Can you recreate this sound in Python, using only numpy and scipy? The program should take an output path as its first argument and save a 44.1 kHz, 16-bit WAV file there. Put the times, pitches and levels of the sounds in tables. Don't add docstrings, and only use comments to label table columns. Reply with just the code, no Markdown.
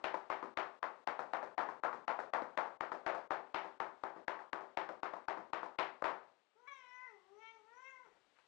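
import sys
import numpy as np
from scipy import signal
from scipy.fft import rfft, irfft, next_fast_len
from scipy.io import wavfile
from scipy.ndimage import uniform_filter1d

SR = 44100
rng = np.random.default_rng(int(sys.argv[2]) if len(sys.argv) > 2 else 0)


def wav_out(sig):
    wavfile.write(sys.argv[1], SR, np.round(np.clip(np.atleast_2d(sig).T, -1, 1) * 32767).astype(np.int16))


def voltage_ratio(decibels):
    exponent = np.asarray(decibels, float) / 20
    return 10 ** exponent


N = 373527

# [f/Hz, density/dB per Hz]
HISS_SPECTRUM = [(18, -48), (30, -26), (198, -14.5), (272, -11), (410, -7), (1250, -7.5), (3890, -15.5),
                 (5880, -24.5), (7860, -26.5), (9770, -36), (12700, -55), (21500, -120)]
# [t/s, level/dB]
HISS_LEVEL = [(0, -77), (6.3, -79.5), (6.52, -83.5), (6.57, -82.5), (6.7, -79.5), (7.6, -78.5),
              (8.47, -77.5)]
# [f/Hz, T60/s]
ROOM_DECAY = [(100, 0.67), (400, 0.49), (900, 0.38), (2000, 0.37), (5000, 0.33)]
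# [t/s, peak level/dB, f/Hz]
PAW_SCUFFS = [
    (8.165, -66.5, 1010),
    (8.364, -70.5, 1560),
    (8.387, -64, 1520),
]
# [t/s, pitch f/Hz, level/dB, effort/dB, jaw opening/0-1]
MEOW_SWELLS = [
    [(6.553, 417, -81, -29, 0.1), (6.6, 483, -73, -19, 0.06), (6.664, 497, -69, -7, .05),
     (6.678, 571.5, -59.5, 2.5, 0.6), (6.85, 495, -69, -2, 0.84), (6.95, 499.6, -64, 6.5, 0.3),
     (7.05, 510.7, -63.5, 8.5, 0), (7.11, 438, -67.5, -10.5, 0.03), (7.2, 353.5, -79.5, -14, .05)],
    [(7.28, 385.6, -77.5, -17, .1), (7.34, 405, -71.5, -18, .1), (7.39, 436, -69, -10, 0.83),
     (7.43, 447.6, -63.5, 1.5, 0.73), (7.52, 453.8, -71, 7.5, 0.7), (7.56, 443, -70, -16, .6),
     (7.62, 419, -78, -20, .1)],
    [(7.7, 459.4, -68, -5, .05), (7.79, 510, -64, -8, 0.6), (7.88, 535, -59, 4.5, .3),
     (7.95, 516.5, -64.5, -2.5, 0.08), (8.04, 493.5, -70.5, -10, 0), (8.065, 430, -66, -9, 0.29),
     (8.095, 381, -86, -4, .2), (8.19, 380, -90, -5, 0.1)],
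]
# [f/Hz, width/Hz, level/dB]
MOUTH_MODES = [(3090, 240, -7), (3780, 700, -9)]
# [f/Hz, width/Hz, level/dB]
UPPER_MODES = [(5840, 1300, -6), (6450, 1800, -23)]
# [f/Hz, level/dB, T60/s]
POST_MODES = [(179.8, -24, 0.26), (331.4, -14.5, 0.23), (387.8, -15.5, 0.43)]
# [f/Hz, density/dB per Hz]
SLAP_SPECTRUM = [(24, -71), (40, -49), (69, -41.5), (258, -14), (381, -13.5), (514, -7), (814, -6),
                 (873, -4), (1950, -13), (5130, -33), (9770, -55.5), (12700, -93), (21500, -120)]
# [t/s, peak level/dB, body level/dB, hollow ring f/Hz]
FAR_PATS = [(0.142, -32, -22.5, 880), (0.427, -37, -3.5, 1080), (1.192, -32, -17, 750),
            (1.428, -37.5, -13.5, 630), (1.688, -37.5, -13.5, 1030), (1.929, -37.5, -8.5, 1040),
            (2.19, -32.5, -20, 545), (2.659, -44, -21, 1130), (2.918, -33.5, -20.5, 615),
            (3.148, -35, -30, 597), (3.645, -42, -16, 764), (4.162, -50, -2, 640), (4.391, -46, -27, 1030),
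            (4.608, -44.5, -15, 757), (4.89, -40, -11.5, 640), (5.136, -39, -17, 955),
            (5.372, -42.5, -2.5, 929), (5.63, -36, -20, 915), (-.1, -38, -7, 890), (2.42, -40, -6, 880)]
# [t/s, strength level/dB, brightness level/dB, hollow ring f/Hz]
NEAR_SLAPS = [(0.042, -23, -15, 640), (0.301, -25, -21, 970), (0.573, -23, -19, 1200),
              (0.829, -26, -26, 1020), (1.074, -25.5, -22.5, 730), (1.335, -25, -26.5, 750),
              (1.58, -22, -26, 770), (1.836, -22, -29, 1310), (2.08, -23.5, -24.5, 720),
              (2.336, -21.5, -27, 750), (2.575, -22, -25.5, 810), (2.808, -27.5, -22.5, 1250),
              (3.064, -22, -23, 660), (3.307, -23.5, -24.5, 790), (3.545, -24, -15.5, 940),
              (3.802, -26.5, -25.5, 905), (4.037, -29.5, -28, 830), (4.281, -26.5, -22, 1080),
              (4.531, -28.5, -26, 1070), (4.773, -25, -19.5, 820), (5.032, -28, -21.5, 1120),
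              (5.284, -25.5, -24, 890), (5.533, -27, -19, 1210), (5.788, -20.5, -13.5, 1050),
              (6.023, -32.5, -43.5, 606), (6.042, -21, -21.5, 976)]


def unit(x):
    return x / np.sqrt(np.mean(x ** 2))


def wobble(size, span):
    drift = uniform_filter1d(rng.standard_normal(size), size=span)
    return unit(uniform_filter1d(drift, size=span))


def colour(hz, points):
    f, db = np.transpose(points)
    return voltage_ratio(np.interp(np.log(hz + 1), np.log(f), db))


def modes(hz, table):
    return sum(voltage_ratio(db) / (1 + ((hz - f) / (width / 2)) ** 2) for f, width, db in table)


def causal(gain):
    cep = irfft(np.log(gain + 1e-9))
    half = len(cep) // 2
    cep[1:half] *= 2
    cep[half + 1:] = 0
    return np.exp(rfft(cep))


def echoes(size):
    fill_s, first, scatter_s = 0.009, 0.45, 0.061
    t, hz = np.arange(size) / SR, np.fft.rfftfreq(size, 1 / SR)
    scatter_db = 4.46 * rng.standard_normal(size // 64).repeat(64) * np.exp(-t / scatter_s)
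    noise, out = rfft(rng.standard_normal(size)), 0
    centres = np.log([f for f, _ in ROOM_DECAY])
    for k, (_, t60_s) in enumerate(ROOM_DECAY):
        share = np.interp(np.log(hz + 1), centres, np.arange(len(centres)) == k)
        out = out + irfft(noise * share, size) * voltage_ratio(-60 * t / t60_s)
    out = out * voltage_ratio(scatter_db) * (1 - (1 - first) * np.exp(-(t / fill_s) ** 2))
    return out / np.sqrt(np.sum(out ** 2))


def hiss():
    t, size = np.arange(N) / SR, next_fast_len(N)
    spectrum = colour(np.fft.rfftfreq(size, 1 / SR), HISS_SPECTRUM)
    air = unit(irfft(rfft(rng.standard_normal(size)) * spectrum, size)[:N])
    rumble = signal.sosfilt(signal.butter(2, 450, fs=SR, output="sos"), air)
    air = air - 0.97 * rumble * (t < 6.55)
    whine = voltage_ratio(-27) * np.sin(2 * np.pi * 8123 * t + 0.3 * wobble(N, span=900))
    return voltage_ratio(np.interp(t, *np.transpose(HISS_LEVEL))) * (air + whine)


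def paws():
    out, t = np.zeros(N + 4096), np.arange(4096) / SR
    decay = 0.5 * np.exp(-t / 0.009) + 0.2 * np.exp(-t / 0.05)
    for s, db, hz in PAW_SCUFFS:
        band = signal.butter(2, [0.44 * hz, 1.42 * hz], "band", fs=SR)
        burst = unit(signal.lfilter(*band, rng.standard_normal(4096)))
        i = int(s * SR)
        out[i:i + 4096] += voltage_ratio(db) * burst * decay
    return out[:N]


def meow():
    s, *columns = np.transpose(np.concatenate(MEOW_SWELLS))
    t = np.arange(int(s[0] * SR), N) / SR
    pitch_hz, low_db, effort_db, jaw = (np.interp(t, s, c) for c in columns)

    nose_db = 20 * np.log10(1 + modes(pitch_hz, [(405, 50, 12)]))
    one_db = low_db - 15 - 0.37 * effort_db + nose_db
    phase = 2 * np.pi * np.cumsum(pitch_hz * (1 + 0.0043 * wobble(len(t), span=200))) / SR
    second_third = np.sin(2 * phase) + voltage_ratio(-6.0) * np.cos(3 * phase)
    voice = voltage_ratio(one_db) * np.sin(phase) + voltage_ratio(low_db) * second_third

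    mouth_hz, mouth_wide_hz = 2000 + 260 * jaw, 240 + 400 * jaw
    mouth_db = low_db + effort_db
    open_db = mouth_db - 37 + 35.5 * jaw
    top_db = low_db - 28 + 0.07 * effort_db + 8 * jaw
    lips = [(mouth_hz, mouth_wide_hz, 0), (2660, 130, -6.5)]
    # modes, harmonic numbers, level/dB, breath/0-1, fall/dB per octave above the first mode
    bands = ((lips, np.arange(3, 7), mouth_db, 0, 21.0),
             (MOUTH_MODES, np.arange(6, 11), open_db, 0.3, 18.0),
             (UPPER_MODES, np.arange(10, 16), top_db, 0.6, 1.5))
    patchy_db = 7.5
    for table, orders, db, breath, fall_db in bands:
        hz = orders[:, None] * pitch_hz
        octaves = np.clip(np.log2(hz / table[0][0]), 0, 2)
        gains = modes(hz, table) * voltage_ratio(-fall_db * octaves)
        gains = gains / np.sqrt(np.sum(gains ** 2, axis=0))
        drift = np.array([wobble(len(t), span=1500) for _ in orders])
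        gains = gains * voltage_ratio(patchy_db * breath * drift)
        smear = 1 + breath * wobble(len(t), span=50)
        voice = voice + voltage_ratio(db) * smear * np.sum(gains * np.sin(orders[:, None] * phase), axis=0)

    voice_break = 0.2 * np.exp(-((t - 6.675) / 0.021) ** 2)
    croak = 8 * np.clip(t - 8.02, 0, 1)
    rasp = np.clip(0.071 + voice_break + croak, 0, 1) * wobble(len(t), span=70)
    fade_in, fade_out = np.clip((t - s[0]) / 0.006, 0, 1), np.clip((s[-1] - t) / 0.023, 0, 1)
    voice = voice * (1 + rasp) * fade_in * fade_out
    wet = signal.fftconvolve(voice, echoes(32768))[:len(t)]
    return np.pad(voltage_ratio(2.0) * voice + voltage_ratio(-0.5) * wet, (N - len(t), 0))


def paddle(blows, same, trim_db, room_db, dull_db, ring_db, thump_db, contact_s, size=24576):
    out, t, hz = np.zeros(N + 2 * size), np.arange(size) / SR, np.fft.rfftfreq(size, 1 / SR)
    spots = [echoes(size), echoes(size)]
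    post = sum(voltage_ratio(db - 29.0 - 60 * t / t60_s) * np.sin(2 * np.pi * f * t) for f, db, t60_s in POST_MODES)
    walls = colour(hz, [(1500, 0.0011), (5000, dull_db)])
    fur = causal(colour(hz, [(4800, 2.0), (6500, 0.5)]))
    for s, db, bright_db, body_db, ring_hz, wet_db in blows:
        tone = colour(hz, [(250, 0.5 * (body_db + 14.5)), (700, 0.0077), (1500, 0.004),
                           (3000, 0.94 * (bright_db + 18.5)), (8000, 0.15 * (bright_db + 3.5))])
        ring = 2.5 + modes(hz, [(ring_hz, 330, ring_db)])
        push = causal(colour(hz, SLAP_SPECTRUM) * tone * ring)
        push = -push / np.abs(irfft(push)).max()
        shoulders = 0.7 < s < 2.7
        path = np.sqrt(same) * spots[shoulders] + np.sqrt(1 - same) * echoes(size)
        path = path + voltage_ratio(-6.0 * shoulders) * post
        landing = 0.13 * rng.standard_normal(1024) * np.exp(-t[:1024] / contact_s)
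        landing[0] = 1
        direct = rfft(landing, size) * fur
        direct = direct / np.abs(irfft(push * direct)).max()
        blow = irfft(push * (direct + voltage_ratio(room_db + wet_db) * walls * rfft(path)))
        swell = rng.standard_normal(256) * np.linspace(0, 1, num=256) ** 2
        lead = irfft(push * rfft(swell, size))
        blow = np.roll(blow, shift=256) + voltage_ratio(-29.0) * lead
        blow[256:456] += voltage_ratio(thump_db + 0.5 - 7.7 * shoulders) * np.hanning(200)
        i = size + int(s * SR) - 240
        out[i:i + size] += voltage_ratio(db + trim_db) * blow
    return out[size:size + N]


def far_paddle():
    pats = []
    for s, db, body_db, ring_hz in FAR_PATS:
        wet_db = 1 - 0.3 * (db + 36.5)
        pats.append((s, db, -31.5, body_db, ring_hz, wet_db))
    return paddle(pats, 0.57, trim_db=4.5, room_db=1.5, dull_db=5.0, ring_db=6.5, thump_db=-52, contact_s=0.0048)


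def near_paddle():
    slaps = []
    for s, db, bright_db, ring_hz in NEAR_SLAPS:
        crack_db = -24.5 + 0.27 * (db + 25.0)
        body_db = -27 - 0.5 * (db + 26.0)
        slaps.append((s, crack_db, bright_db, body_db, ring_hz, db - crack_db))
    return paddle(slaps, 0.46, trim_db=0.0, room_db=4.5, dull_db=-2.5, ring_db=1.0, thump_db=-31, contact_s=0.0016)


def scene():
    mono = hiss() + paws() + meow() + far_paddle() + near_paddle()
    return np.array([mono, mono])


def low_pass(x):
    return signal.sosfilt(signal.butter(12, 9920, fs=SR, output="sos"), x)


def record(dry):
    slot_s, slot_at_s, hush_ends_s, hush_full_s = 0.036, 0.002, 0.0048, 0.027
    hush, last = np.zeros(N), 0
    for s, *_ in NEAR_SLAPS:
        start = max(s - (s - slot_at_s) % slot_s, last)
        depth = (start > last) * min((s - start) / hush_full_s, 1) ** 2
        hush[int(start * SR):int((s - hush_ends_s) * SR)] = depth
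        last = s
    bass_gain = voltage_ratio(uniform_filter1d(-10 * hush, size=130))
    treble_gain = voltage_ratio(uniform_filter1d(-18 * hush, size=130))
    bass = signal.sosfiltfilt(signal.butter(4, 1400, fs=SR, output="sos"), dry[0])
    x = bass * bass_gain + (dry[0] - bass) * treble_gain
    x = 0.093 * np.tanh(x / 0.099)
    x = signal.sosfilt(signal.ellip(8, 0.2, 70, 9900, fs=SR, output="sos"), x)
    left_right_db = np.array([[0], [-25.6]])
    return low_pass(voltage_ratio(5.6) * x * voltage_ratio(left_right_db))


dry = scene()
out = record(dry)
wav_out(out)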